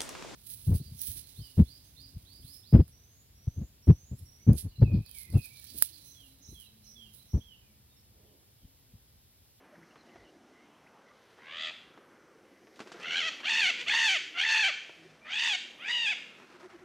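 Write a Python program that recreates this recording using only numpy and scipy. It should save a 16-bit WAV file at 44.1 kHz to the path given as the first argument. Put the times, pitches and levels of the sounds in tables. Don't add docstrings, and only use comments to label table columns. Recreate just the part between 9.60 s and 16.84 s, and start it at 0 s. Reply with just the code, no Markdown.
import sys
import numpy as np
from scipy import signal
from scipy.io import wavfile
from scipy.ndimage import uniform_filter1d

SR = 44100
rng = np.random.default_rng(int(sys.argv[2]) if len(sys.argv) > 2 else 0)


def log_audio(samples):
    frames = np.atleast_2d(samples).T
    limited = np.clip(frames, -1, 1)
    pcm = np.round(limited * 32767).astype(np.int16)
    wavfile.write(sys.argv[1], SR, pcm)


def gain_from_db(level_db):
    decades = np.asarray(level_db, float) / 20
    return 10 ** decades


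N = 319284


def rms_one(x):
    return x / np.sqrt(np.mean(x ** 2) + 1e-20)


def columns(rows, t):
    s, *cols = np.transpose(rows)
    return [np.interp(t, s, c) for c in cols]


def at_hz(points, hz):
    points_hz, points_db = np.array(points)[:, 0], np.array(points)[:, 1]
    return np.interp(np.log(hz), np.log(points_hz), points_db)


def wander(hz, size):
    run_in = int(2 * SR / hz)
    low_pass = signal.butter(2, hz, fs=SR, output="sos")
    drift = signal.sosfilt(low_pass, rng.standard_normal(size + run_in))
    return rms_one(drift[run_in:])


def band(x, low_hz, high_hz):
    return signal.sosfilt(signal.butter(2, [low_hz, high_hz], "band", fs=SR, output="sos"), x)


def noise_band(size, low_hz, high_hz):
    return rms_one(band(rng.standard_normal(size), low_hz, high_hz))


def tone(hz):
    return np.sin(2 * np.pi * np.cumsum(hz) / SR)


def add(out, s, x):
    i = int(s * SR)
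    out[i:i + len(x)] += x[:N - i]


def swells(rows, calm_db):
    t = np.arange(N) / SR
    gain = gain_from_db(calm_db)
    for s, length_s, db in rows:
        gain = gain + gain_from_db(db) * np.sin(np.pi * np.clip((t - s) / length_s, 0, 1)) ** 2
    return gain


def preamp():
    return gain_from_db(-87) * noise_band(N, 6500, 11000)


def hush():
    # (frequency [Hz], level [dB per Hz])
    hush_colour = [(53, -53), (90, -15.5), (212, -1.5), (298, 1), (1080, -8), (1450, -8.5), (1960, -10.5),
                   (4330, -30), (5980, -19.5), (7400, -32), (10400, -30.5), (13800, -40), (15000, -43)]
    # (time [s], level [dB])
    hush_swell = [(0.0, -64), (1.03, -65.5), (3.1, -66), (3.43, -59.5), (3.67, -60.5), (5.28, -66.5),
                  (6.75, -63.5), (7.24, -66)]
    # (frequency [Hz], width [Hz], level [dB])
    insects = [(5290, 250, -87), (5980, 230, -85.5)]
    out, white = 0, rng.standard_normal((2, N))
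    edges_hz = 70 * 2 ** np.arange(0, 8.1, .5)
    for k, (low_hz, high_hz) in enumerate(zip(edges_hz, edges_hz[1:])):
        patchy_db = 2.4 * wander(9.33, N // 8 + 1).repeat(8)[:N]
        level_db = at_hz(hush_colour, np.sqrt(low_hz * high_hz)) + patchy_db
        out = out + gain_from_db(level_db) * band(white[k % 2], low_hz, high_hz)
    out = rms_one(out) * gain_from_db(columns(hush_swell, np.arange(N) / SR)[0] + 4.0)
    for hz, width_hz, level_db in insects:
        out += gain_from_db(level_db) * noise_band(N, hz - width_hz / 2, hz + width_hz / 2)
    return out


def stirring():
    # (time [s], length [s], level [dB])
    stirs = [(0.3, 0.48, -77), (1.2, 1.3, -73.5), (3.05, 0.7, -64), (4.9, 0.92, -67), (6.2, 1.03, -67)]
    # (time [s], length [s], level [dB])
    gusts = [(-0.1, 0.16, -68), (0.33, 0.14, -74), (0.53, 0.14, -57.5), (1.88, 0.2, -76), (2.2, 0.14, -74),
             (3.16, 0.11, -77), (3.6, 0.18, -80), (3.95, 0.2, -81), (4.22, 0.15, -63), (5.52, 0.52, -72.5),
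             (7.1, 0.26, -71)]
    grass = rms_one(band(rng.standard_normal(N) * gain_from_db(1.7 * wander(60, N)), 1200, 4300))
    wind = rms_one(band(band(rng.standard_normal(N), 40, 130), 35, 140))
    return swells(stirs, -78.5) * grass + swells(gusts, -77.5) * gain_from_db(-6.5) * wind


def far_birds():
    # (time [s], length [s], start pitch [Hz], end pitch [Hz], level [dB])
    far_notes = [(.12, 0.031, 595, 586, -67.5), (.14, 0.13, 167, 169, -71), (.14, 0.14, 328, 339, -73),
                 (.3, 0.036, 2850, 2880, -77), (.37, 0.068, 4180, 4040, -78),
                 (.46, 0.23, 2010, 1960, -74.5), (.63, 0.085, 2930, 2920, -77.5),
                 (.89, 0.2, 1970, 2164, -76), (0.148, 0.016, 2100, 1450, -68),
                 (0.223, 0.016, 1420, 2360, -69), (1.262, 0.018, 1920, 2700, -69.5),
                 (.48, 0.032, 2890, 2900, -77), (2.904, .1, 2000, 2030, -79),
                 (1.14, 0.034, 3050, 3100, -82), (1.445, 0.085, 2050, 1946, -75.5),
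                 (1.5, 0.034, 1240, 1176, -72), (2.37, .03, 1900, 1904, -99), (2.4, 0.036, 602, 646, -74),
                 (5.611, 0.072, 2330, 2460, -66.5), (4.17, 0.097, 469, 508, -75),
                 (5.33, 0.26, 168.6, 154.2, -74), (5.37, 0.1, 334, 318, -69), (5.44, 0.037, 367, 380, -64)]
    out = np.zeros(N)
    for s, length_s, start_hz, end_hz, level_db in far_notes:
        size = int(length_s * SR)
        hz = np.linspace(start_hz, end_hz, size) * (1 + .04 * wander(120, size))
        swell = np.sqrt(np.hanning(size)) * (1 + 0.26 * wander(96, size))
        add(out, s, gain_from_db(level_db + 11.5) * swell * tone(hz))
    return out


def wings():
    # (end time [s], low whirr level [dB], feather rustle level [dB])
    downstrokes = [(6.86, -62, -58), (6.978, -56.5, -57), (7.078, -48.5, -54), (7.175, -51, -57),
                   (7.26, -53, -62)]
    stroke_s, whirr_hz, swell_db_per_s, stop_s = 0.092, 359.6, 598, 0.014
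    out, t = np.zeros(N), np.arange(0, stroke_s, 1 / SR)
    stroke = np.clip(np.minimum(t / 0.02, (stroke_s - t) / stop_s), 0, 1)
    swell = stroke * gain_from_db(-swell_db_per_s * np.maximum(stroke_s - 0.028 - t, 0))
    for end_s, whirr_db, rustle_db in downstrokes:
        whirr = np.sqrt(2) * tone(whirr_hz * (1 + 0.044 * wander(40, len(t))))
        grain = rng.standard_normal(len(t)) * gain_from_db(2 * wander(165, len(t)))
        rustle = rms_one(band(grain, 145, 2040)) + gain_from_db(-18.0) * rms_one(band(grain, 2300, 5300))
        puff = gain_from_db(rustle_db) * stroke * gain_from_db(-40 * t) * rustle
        add(out, end_s - stroke_s, gain_from_db(whirr_db) * swell * whirr + puff)
    return out


def snaps():
    # (time [s], peak level [dB], centre frequency [Hz],
    # time to fade by 60 dB [s], bright crack relative to the peak [dB])
    clicks = [(0.358, -40.5, 1190, 0.021, -22), (0.558, -43.5, 700, 0.032, -25),
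              (1.789, -44, 853, 0.016, -21), (2.376, -40.5, 777, 0.022, -39), (3.071, -43, 433, 0.023, -25),
              (3.159, -56, 260, 0.033, 7), (3.193, -34, 1080, 0.016, -7), (3.203, -28.5, 240, 0.02, -8),
              (3.211, -38, 710, 0.016, -15), (3.217, -38.5, 324, 0.038, -7), (3.262, -41, 350, 0.034, -15),
              (3.273, -38.5, 350, 0.027, -6), (3.318, -34.5, 727, 0.015, -14),
              (3.319, -41.5, 1580, 0.026, 4), (3.345, -39.5, 350, 0.15, -18),
              (3.399, -36.5, 515, 0.033, -6), (3.413, -39, 2600, 0.018, -5), (3.429, -37, 2730, 0.023, -3),
              (3.803, -35, 2300, 0.032, -9), (5.295, -33, 517, 0.012, -30.5)]
    out, t = np.zeros(N), np.arange(4000) / SR
    for s, peak_db, hz, fade_s, crack_db in clicks:
        ringing = np.cos(2 * np.pi * hz * t) * (gain_from_db(-60 * t / fade_s) + gain_from_db(-60 * t / 0.0028))
        rustle = gain_from_db(-6.5) * noise_band(len(t), 120, 1800)
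        crack = gain_from_db(crack_db) * noise_band(len(t), 1820, 9500)
        noise = (rustle + crack) * gain_from_db(-60 * t / (3.7 * fade_s))
        add(out, s, gain_from_db(peak_db - 8) * (ringing + noise))
    return band(band(out, 130, 4940), 100, 10400)


def screech(rows, stretch, mouth_db, open_db, low_db, beak_db, flutter, rasp, clears, left):
    # (frequency [Hz], level [dB])
    throat_colour = [(400, -20.5), (900, -12), (1300, -7), (1800, 0), (2700, -1.5), (3500, 0.5),
                     (4050, -15), (4500, -7), (5250, -21.5), (6200, -16.5), (7700, -26.5), (9000, -42.5),
                     (12000, -51), (16000, -81)]
    mouth_octaves, beak_hz, beak_octaves = 0.28, 4100, 0.079
    t = np.arange(rows[0][0], rows[-1][0], 1 / SR)
    level_db, hz, mouth_hz = columns(rows, t)
    share = (t - t[0]) / (t[-1] - t[0])

    weak_db = np.maximum(level_db - level_db.max(), -28)
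    tilt_db = open_db + 0.49 * weak_db
    first_db = low_db + 0.32 * weak_db + 9 * share ** 5.7

    clearing = clears - .12
    flutter = flutter * np.interp(share, [clearing, clears], [1, left])
    rasp = np.interp(share, [clearing, clears, .95, 1], [rasp, left * rasp, left * rasp, .55])
    flutter_hz = 80 * (1 + .06 * wander(15, len(t)))
    beat = 2 * np.pi * np.cumsum(flutter_hz) / SR
    slips = np.maximum(wander(170, len(t)), -.4)
    hz = hz * (1 + .055 * flutter * (np.sin(beat) - .35) + .07 * rasp * slips)

    phase, out = 2 * np.pi * np.cumsum(hz) / SR, 0
    for k in range(1, 26):
        mouth_distance = np.log2(k * hz / mouth_hz) / mouth_octaves
        beak_distance = np.log2(k * hz / (beak_hz * stretch)) / beak_octaves
        gain_db = tilt_db * np.log2(k * hz / 2500) + first_db * (k == 1)
        gain_db += mouth_db * np.exp(-mouth_distance ** 2)
        gain_db += beak_db * np.exp(-beak_distance ** 2)
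        gain_db += 4 * rasp * wander(35, len(t))
        blur_depth = .46 * rasp + .004 * rasp.max() * k * k
        blur = 1 + blur_depth * (wander(300, len(t)) + 1j * wander(300, len(t)))
        blur = blur / np.sqrt(np.mean(abs(blur) ** 2))
        partial = np.real(blur * np.exp(1j * (k * phase + .9 * k * k)))
        out = out + gain_from_db(gain_db) * (k * hz < 16000) * partial

    throat_db = at_hz(throat_colour, np.arange(513) * SR / 1024 / stretch + 1)
    throat = signal.firwin2(401, np.arange(513) / 512, gain_from_db(throat_db))
    out = signal.fftconvolve(out, throat, "same")
    out = out / np.sqrt(uniform_filter1d(out ** 2, size=900))
    edge = np.clip(np.minimum(t - t[0], t[-1] - t) / 0.0049, 0, 1)
    return out * (1 + .42 * flutter * np.sin(beat + .5)) * gain_from_db(level_db - 1.5) * edge


def tree_echo(calls):
    t = np.arange(SR) / SR
    white = rng.standard_normal((3, SR)) * (1 - np.exp(-t / 0.0017))
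    tail = band(white[0], 1090, 5000) * gain_from_db(-60 * t / 0.54)
    tail += gain_from_db(4.0) * band(white[1], 4170, 12900) * gain_from_db(-60 * t / 0.59)
    tail += gain_from_db(-8.0) * band(white[2], 1840, 3360) * gain_from_db(-60 * t / 0.89)
    swaying = np.interp(np.arange(N) + 4 * wander(70, N), np.arange(N), calls)
    return gain_from_db(-7) * signal.fftconvolve(swaying, tail / np.sqrt(np.sum(tail ** 2)))[:N]


def parrots():
    # (time [s], level [dB], pitch [Hz], mouth resonance [Hz])
    screeches = [
        [(1.78, -62.5, 426, 1920), (1.846, -55, 518, 2000), (1.9, -47, 543.4, 2940), (1.96, -43, 602.6, 3240),
         (2.014, -37.5, 644, 3440), (2.056, -36.5, 628, 3350), (2.095, -39.5, 623, 2570),
         (2.12, -54, 642, 2640)],
        [(3.37, -67, 506.6, 2230), (3.446, -40, 670, 2800), (3.542, -32, 738.4, 3000), (3.58, -29, 815.4, 3200),
         (3.632, -32.5, 626, 2950), (3.668, -32, 669, 2000), (3.686, -29, 611, 2340), (3.697, -36, 623, 2330)],
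        [(3.83, -45.5, 507, 2620), (3.854, -32.5, 679, 2950), (3.892, -27.5, 888, 2260), (4.0, -26, 904, 2250),
         (4.068, -24, 699.6, 2550), (4.086, -27.5, 782.6, 2220), (4.106, -26, 645, 2430),
         (4.12, -58, 517, 2400)],
        [(4.26, -46.5, 573, 2760), (4.284, -27, 711.5, 2660), (4.32, -26, 888, 2040), (4.37, -25, 926, 2100),
         (4.472, -24.5, 877.6, 2060), (4.498, -24, 752.3, 2840), (4.532, -26.5, 785, 2250),
         (4.578, -29, 563.4, 2400)],
        [(4.74, -47.5, 684, 2740), (4.796, -26.5, 724.6, 2770), (4.852, -28, 899, 2080),
         (4.926, -24.5, 900, 1910), (5.022, -25, 875, 2560), (5.044, -23.5, 751, 2518), (5.076, -25, 786, 2370),
         (5.108, -33.5, 534, 2394)],
        [(5.645, -56, 606, 2070), (5.665, -48.5, 594, 1950), (5.733, -33, 810, 3050), (5.8, -29, 925, 2660),
         (5.879, -28, 900, 2870), (5.923, -29, 825, 2740), (5.941, -29.5, 743, 2450), (5.962, -29, 717, 2540)],
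        [(6.185, -60, 589, 2040), (6.207, -47, 631, 2950), (6.299, -30, 926, 1960), (6.337, -29.5, 973, 2720),
         (6.447, -30, 918, 2960), (6.477, -26.5, 797, 2440), (6.503, -30, 881, 2500), (6.538, -32, 664, 2230)],]
    # (time [s], level [dB], pitch [Hz], mouth resonance [Hz])
    cluck = [(4.172, -46, 489, 2400), (4.212, -35.5, 475.5, 2400), (4.235, -45, 495, 2400)]
    # (stretch of the resonances [ratio], mouth lift [dB],
    # tilt at full effort [dB per octave], first partial [dB], beak lift [dB])
    throat_shapes = [(1.055, 6.5, -1.5, -2.5, 5.5), (0.932, 2, 3.5, -0.5, 0), (0.968, 7, 4, 2.5, 3),
                     (0.974, 6.5, 4.5, 4.5, -0.5), (0.967, 5, 2, -0.5, 1), (1.02, 5, 3.5, 2.5, -1),
                     (1.031, 10.5, 3, 0.5, -8), (1.02, 5.5, 3.7, 14, 2)]
    harshness = [(1.4, .4, .9, .9), (1.05, .62, .8, .35), (.6, .6, .75, .5), (.55, .65, .6, .45),
                 (.55, .65, .8, .45), (.6, .75, .85, .55), (.55, .55, .5, .45), (.2, .5, .9, 1)]
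    out = np.zeros(N)
    for rows, shape, harsh in zip(screeches + [cluck], throat_shapes, harshness):
        add(out, rows[0][0], screech(rows, *shape, *harsh))
    return out + tree_echo(out)


def scene():
    mono = preamp() + hush() + stirring() + far_birds() + wings() + snaps() + parrots()
    return np.array([mono, mono])


def top_cut(x):
    return signal.sosfilt(signal.butter(12, 15590, fs=SR, output="sos"), x)


def record(dry):
    heard = signal.sosfilt(signal.butter(2, 40, "high", fs=SR, output="sos"), dry)
    return top_cut(0.2 * np.tanh(heard / 0.18))


dry = scene()
out = record(dry)
log_audio(out)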